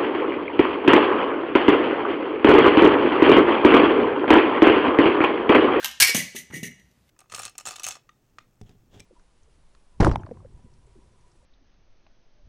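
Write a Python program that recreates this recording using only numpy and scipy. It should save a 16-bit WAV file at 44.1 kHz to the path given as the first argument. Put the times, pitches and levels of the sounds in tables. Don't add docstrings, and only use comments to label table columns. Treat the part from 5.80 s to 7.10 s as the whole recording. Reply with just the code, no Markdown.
import sys
import numpy as np
from scipy import signal
from scipy.fft import rfft, irfft
from scipy.io import wavfile

SR = 44100
rng = np.random.default_rng(int(sys.argv[2]) if len(sys.argv) > 2 else 0)


def int16_out(signal):
    q = np.round(np.clip(np.atleast_2d(signal).T, -1, 1) * 32767)
    wavfile.write(sys.argv[1], SR, q.astype(np.int16))


def gain_from_db(level_db):
    decades = np.asarray(level_db, float) / 20
    return 10 ** decades


N = 57330
TIME = np.arange(N) / SR


def highpass(x, order, cut_hz):
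    return signal.sosfilt(signal.butter(order, cut_hz, "high", fs=SR, output="sos"), x)


def colour(x, points):
    p = np.array(points, float)
    hz = np.maximum(np.fft.rfftfreq(4096, 1 / SR), 1)
    db = np.interp(np.log(hz), np.log(p[:, 0]), p[:, 1], left=p[0, 1] - 15)
    cepstrum = irfft(np.log(gain_from_db(db)))
    cepstrum[1:2048] *= 2
    cepstrum[2049:] = 0
    h = irfft(np.exp(rfft(cepstrum)))[:2048]
    return signal.fftconvolve(x, h / np.sqrt(np.sum(h ** 2)))[:len(x)]


def resonate(x, hz, t60):
    pole = np.exp(2j * np.pi * hz / SR - np.log(1000) / (t60 * SR))
    return signal.lfilter([1], [1, -pole], x)


def waver():
    drift_s = 0.015
    return np.interp(TIME / drift_s, np.arange(400), rng.standard_normal(400))


def ring(x, modes):
    wobble_db, wobble_rad = 2, 0.35
    out = np.zeros(N)
    for hz, db, t60 in modes:
        level = gain_from_db(db + wobble_db * waver())
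        turn = np.exp(1j * wobble_rad * waver())
        tone = resonate(x * rng.standard_normal(N), hz, t60)
        out += level * (tone * turn).imag
    return out


def contact(rows):
    attack_share = 0.19
    strength = np.zeros(N)
    for start, db, rattle_s, *_ in rows:
        age = np.maximum(TIME - start, 0) / rattle_s
        strength += gain_from_db(db) * (1 - np.exp(-age / attack_share)) * np.exp(-age)
    return strength


def grains():
    grain_db, biggest = 1, 2.5
    sizes = np.minimum(rng.exponential(size=N // 24 + 1), biggest)
    chatter = gain_from_db(grain_db * np.repeat(sizes, 24)[:N])
    return chatter / np.sqrt(np.mean(chatter ** 2))


def strike(rows, crack_points, modes, relative=True):
    ring_db = -31
    rough = grains()
    crack = colour(contact(rows) * rough * rng.standard_normal(N), crack_points)
    ring_rows = [(s, r_db + db * relative, rattle_s) for s, db, rattle_s, r_db in rows]
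    return crack + gain_from_db(ring_db) * ring(contact(ring_rows) * rough, modes)


def thud(rows, modes, push_s):
    cut_share, spot_cycles = 0.87, 9.6
    out = np.zeros(N)
    for start, db, spot_hz, spot_db in rows:
        push = -gain_from_db(db) * np.sin(np.pi * np.clip((TIME - start) / push_s, 0, 1))
        push = highpass(push, 2, cut_share * spot_hz)
        spot = (spot_hz, spot_db, spot_cycles / spot_hz)
        for hz, mode_db, t60 in modes + [spot]:
            out += gain_from_db(mode_db) * resonate(push, hz, t60).imag
    return out / (push_s * SR)


def tuned(pitches, rings):
    return [(hz, db, t60) for hz, (db, t60) in zip(pitches, rings)]


# start in seconds, crack level in dB, rattle in seconds, ring in dB relative to the crack.
MOUTH_HITS = [
    (.2005, -4, 0.0041, -0.5),
    (.205, -8.5, 0.0054, -1.5),
    (.211, -17.5, 0.009, 0),
]
# frequency in Hz, level in dB.
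MOUTH_CRACK = [(240, -70.5), (400, -28.5), (1260, -24.5), (1610, -10.5), (2030, -18), (2840, -4.5),
               (3410, -12.5), (9070, -10), (15500, -14.5)]
# frequency in Hz, level in dB, time to fall 60 dB in seconds.
MOUTH_MODES = [(1600, -1, .03), (1690, 0, .035), (2260, -8, .035), (2830, 0, .045), (4010, -4, .025),
               (4300, -5, .03), (5480, -6, .02)]
# start in seconds, crack level in dB, rattle in seconds,
# ring in dB relative to the crack.
SEAT_HITS = [
    (.215, -7, 0.0027, 2),
    (.2213, 3.5, .0015, -10),
    (.2248, -3, 0.0024, -4.5),
    (.228, -6, 0.0039, -2.5),
    (.236, -10, 0.0028, -8.5),
    (.246, -12.5, 0.0061, -0.5),
    (.268, -16.5, 0.022, -4),
    (.293, -21.5, 0.0048, 2),
]
# frequency in Hz, level in dB.
HOME_CRACK = [(400, -34), (1470, -18), (2250, -5.5), (3110, -11.5), (4250, -8), (5730, -10.5), (6780, -15),
              (9500, -12.5), (15500, -19.5)]
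GRIP_HZ = [1635, 1690, 1866, 2035, 2225, 2263, 2310, 2402, 2800, 4215, 4410, 5636, 5823]
# level in dB, time to fall 60 dB in seconds.
GRIP_RING = [(-6.5, .05), (-10.5, .05), (0, 0.12), (-4, 0.14), (-3, .08), (2.5, .2), (1, 0.15), (-9.5, .2),
             (-3.5, 0.081), (-1.5, .05), (-4, .05), (-8, .12), (-8.5, .14)]


def magazine_seating():
    mouth = strike(MOUTH_HITS, MOUTH_CRACK, MOUTH_MODES)
    home = strike(SEAT_HITS, HOME_CRACK, tuned(GRIP_HZ, GRIP_RING))
    return highpass(mouth + home, 4, 620)


# start in seconds, level in dB, pitch in Hz of the spot struck, level of that pitch in dB.
PALM_HITS = [
    (.203, -33.5, 116, 0.5),
    (.218, -34, 65, -0.5),
    (.222, -27, 534, 11),
    (.2925, -14, 467, 0.5),
    (.3, -44, 81.7, 0),
]
# frequency in Hz, level in dB, time to fall 60 dB in seconds.
PALM_MODES = [(540, -30.5, 0.04)]


def palm_slap():
    return thud(PALM_HITS, PALM_MODES, push_s=0.0017)


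# start in seconds, crack level in dB, rattle in seconds, ring level in dB.
BOUNCES = [(.346, -13.5, 0.0049, -18), (.353, -21, 0.013, -24.5), (.364, -20.5, 0.011, -23),
           (.378, -26.5, 0.036, -26.5), (.549, -41, 0.01, -45), (.555, -37.5, .012, -37),
           (.5615, -32, 0.01, -33.5), (.572, -39, 0.007, -43), (.58, -37, 0.023, -41.5),
           (.72, -56, 0.026, -35), (.738, -40.5, 0.0075, -28), (.742, -51, 0.011, -56),
           (.752, -37.5, 0.029, -42), (.8305, -29.5, 0.0027, -20), (.836, -35, 0.0088, -38.5),
           (.843, -39, 0.0051, -32), (.851, -38, 0.0089, -46), (.862, -41.5, 0.012, -34),
           (.873, -51, 0.0082, -58), (.91, -56, 0.0069, -42), (.94, -69, 0.016, -54),
           (.97, -75, 0.012, -54.5), (.995, -70, 0.01, -50)]
# frequency in Hz, level in dB.
BOUNCE_CRACK = [(1400, -25), (1950, -6), (2900, -3), (4200, -8.5), (5300, -10.5), (6200, 1), (7400, -8.5),
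                (8800, -5), (15500, -13)]
SHELL_HZ = [1760, 1870, 1955, 1990, 2010, 2085, 2250, 2470, 2865, 3400, 4015]
# level in dB, time to fall 60 dB in seconds.
SHELL_RING = [(-5, 0.052), (-3, 0.11), (-2.5, 0.078), (-1, 0.14), (-4, 0.17), (-6.5, 0.18), (-6, 0.2),
              (-23, 0.074), (-5, 0.056), (-17, 0.073), (-12, 0.062)]
SHELL_HIGH_HZ = [5840, 5890, 5960, 6230, 6340, 6490, 6690, 8540, 9000]
# level in dB, time to fall 60 dB in seconds.
SHELL_HIGH_RING = [(-18.5, 0.22), (-8.5, 0.18), (-14.5, 0.32), (-20, 0.067), (-27, 0.067), (-25, .15),
                   (-8, 0.05), (-14, 0.051), (-7, 0.05)]


def falling_shell():
    rest_s, choke_s, choked_db = 1.015, 0.012, -24
    modes = tuned(SHELL_HZ, SHELL_RING) + tuned(SHELL_HIGH_HZ, SHELL_HIGH_RING)
    shell = strike(BOUNCES, BOUNCE_CRACK, modes, relative=False)
    choke = np.exp(-np.maximum(TIME - rest_s, 0) / choke_s)
    return highpass(shell * np.maximum(choke, gain_from_db(choked_db)), 4, 1350)


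# start in seconds, level in dB, pitch in Hz of the spot struck, level of that pitch in dB.
LANDINGS = [(.346, -11.5, 470, -4.5), (.349, -13, 199, -2), (.377, -22.5, 285, -8), (.548, -22, 313, -17.5),
            (.553, -34, 300, -2), (.701, -36, 90, 0.5), (.713, -43, 200, 9), (.7345, -24.5, 330, -4.5),
            (.7405, -31, 166, 3), (.746, -35.5, 160, 3.5), (.753, -34, 157, -2), (.765, -34, 282, 7.5),
            (.778, -33, 166, 3), (.79, -38.5, 286, 5), (.829, -23.5, 200, 3), (.842, -32, 400, -6),
            (.851, -36.5, 222, -3), (.871, -35.5, 220, 2.5), (.996, -51, 186, 4), (1.112, -48.5, 300, -13),
            (1.175, -52, 150, -2)]
# frequency in Hz, level in dB, time to fall 60 dB in seconds.
FLOOR_MODES = [(160, -16.5, 0.11), (186.5, -12.5, 0.096), (240, -11, 0.078), (300, -7, 0.024),
               (396, -9.5, 0.024), (588, -15.5, 0.043)]


def floor_thuds():
    return -thud(LANDINGS, FLOOR_MODES, push_s=0.0013)


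# start in seconds, level in dB, rattle in seconds.
SCUFFS = [
    (.346, -27.5, 0.0083),
    (.362, -53, 0.0065),
    (.549, -47.5, 0.012),
    (.7015, -48, 0.0068),
    (.708, -43, .004),
    (.714, -64, 0.0057),
    (.724, -58, 0.0097),
    (.737, -51, 0.0021),
    (.83, -51, 0.0073),
]
# frequency in Hz, level in dB.
SCUFF_TONE = [(400, -26.5), (800, 0), (1300, -3), (2000, -2), (2800, -11), (4000, -17), (8000, -28)]


def carpet_scuffs():
    return colour(contact(SCUFFS) * grains() * rng.standard_normal(N), SCUFF_TONE)


# start in seconds, crack level in dB, rattle in seconds, ring in dB relative to the crack.
POUCH_HITS = [
    (.045, -10, 0.0018, -8),
    (.049, -21.5, 0.003, -9.5),
    (.0565, -20, 0.0035, -2.5),
    (.062, -33, .004, -6.5),
    (.071, -32, 0.003, -1),
    (.081, -31.5, .003, -7.5),
    (.089, -40, 0.011, -6.5),
    (.112, -36.5, 0.0068, -6),
]
# start in seconds, crack level in
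# dB, rattle in seconds, ring in dB relative to the crack.
LATE_TICKS = [
    (.995, -58, 0.0044, -6),
    (1.112, -62, 0.0048, -6),
    (1.279, -64, 0.0046, 7.5),
    (1.291, -55.5, 0.0036, 4),
]
# frequency in Hz, level in dB.
POUCH_CRACK = [(400, -29), (1000, -7), (1900, -20), (2900, 0), (4500, -7.5), (6000, -7.5), (10500, -15.5),
               (13000, -8), (15500, -22)]
# start in seconds, crack level in dB, rattle in seconds, ring in dB relative to the crack.
RELEASE = [
    (-.04, -35.5, 0.066, -8.5),
    (.027, -32.5, 0.011, -9.5),
]
# frequency in Hz, level in dB.
RELEASE_CRACK = [(88, -55), (150, -31.5), (860, -16), (1830, 3), (2020, -10.5), (3350, -7), (4840, -13.5),
                 (11400, -21), (15500, -25.5)]
# frequency in Hz, level in dB, time to fall 60 dB in seconds.
POUCH_MODES = [(1050, -10.5, 0.029), (1580, -4.5, 0.14), (1900, -2.5, 0.041), (2153, 0.5, 0.073),
               (2760, -2, .05), (3370, -11.5, .06), (5080, -13.5, 0.027), (5960, -6, .03)]


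def handling():
    pull = strike(POUCH_HITS + LATE_TICKS, POUCH_CRACK, POUCH_MODES)
    release = strike(RELEASE, RELEASE_CRACK, POUCH_MODES[:4])
    return pull + release


# start in seconds, level in dB, pitch in Hz of the spot pulled, level of that pitch in dB.
TUGS = [
    (0.0, -54, 240, -5.5),
    (.044, -50, 240, -5.5),
]
# frequency in Hz, level in dB, time to fall 60 dB in seconds.
BELT_MODES = [(229.9, 0.00043, 0.36)]


def belt_tugs():
    return thud(TUGS, BELT_MODES, push_s=0.0013)


# band centre in Hz, level in dB, time to fall 60 dB in seconds.
ROOM_BANDS = [(128.2, -3, 0.46), (240, -6.5, .3), (360, -6.5, 0.16), (554, -7, 0.34), (897.5, -6, 0.32),
              (2300, -7.5, 0.5), (5400, -9.5, 0.52), (9300, -10, 0.16), (15000, -15.5, 0.083)]


def room(x):
    onset_s, rise_s = 0.003, 0.006
    t = np.arange(SR // 2) / SR
    build_up = np.clip((t - onset_s) / rise_s, 0, 1)
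    tail = np.zeros(len(t))
    for hz, db, t60 in ROOM_BANDS:
        band = signal.butter(2, [hz / 1.5, min(hz * 1.5, 20000)], "band", fs=SR, output="sos")
        echoes = signal.sosfilt(band, rng.standard_normal(len(t)))
        fade = gain_from_db(-60 * t / t60) * build_up
        tail += gain_from_db(db) * echoes * fade / np.sqrt(np.sum(fade ** 2))
    return signal.fftconvolve(x, tail)[:N]


# frequency in Hz, level in dB.
HUM_TONE = [(15, -40.5), (25, -18), (119, -3.5), (253, -10), (445, -17.5), (567, -16.5), (1110, -21.5),
            (2490, -23.5), (15500, -34)]


def hum():
    hum_db, rumble_db = -66.5, -68
    rumble_hz, rumble_width_hz = 62.1, 6.7
    air = colour(rng.standard_normal(2 * N), HUM_TONE)[N:]
    peak = signal.iirpeak(rumble_hz, rumble_hz / rumble_width_hz, fs=SR)
    rumble = signal.lfilter(*peak, rng.standard_normal(2 * N))[N:]
    return air * gain_from_db(hum_db) / np.std(air) + rumble * gain_from_db(rumble_db) / np.std(rumble)


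def scene():
    shell_wet_db, soft_wet_db = -3.5, -3
    shell = falling_shell()
    others = magazine_seating() + floor_thuds() + carpet_scuffs() + handling()
    soft = palm_slap() + belt_tugs()
    echoes = room(others + gain_from_db(shell_wet_db) * shell + gain_from_db(soft_wet_db) * soft)
    return (others + shell + soft + echoes + hum())[None]


def low_pass(x):
    return signal.sosfilt(signal.butter(12, 16470, fs=SR, output="sos"), x)


def record(dry):
    ceiling, knee, top_hz = 0.72, 4, 15200
    held = dry / (1 + np.abs(dry / ceiling) ** knee) ** (1 / knee)
    treble_cut = signal.ellip(8, 0.2, 60, top_hz, fs=SR, output="sos")
    return low_pass(signal.sosfilt(treble_cut, held))


dry = scene()
out = record(dry)
int16_out(out)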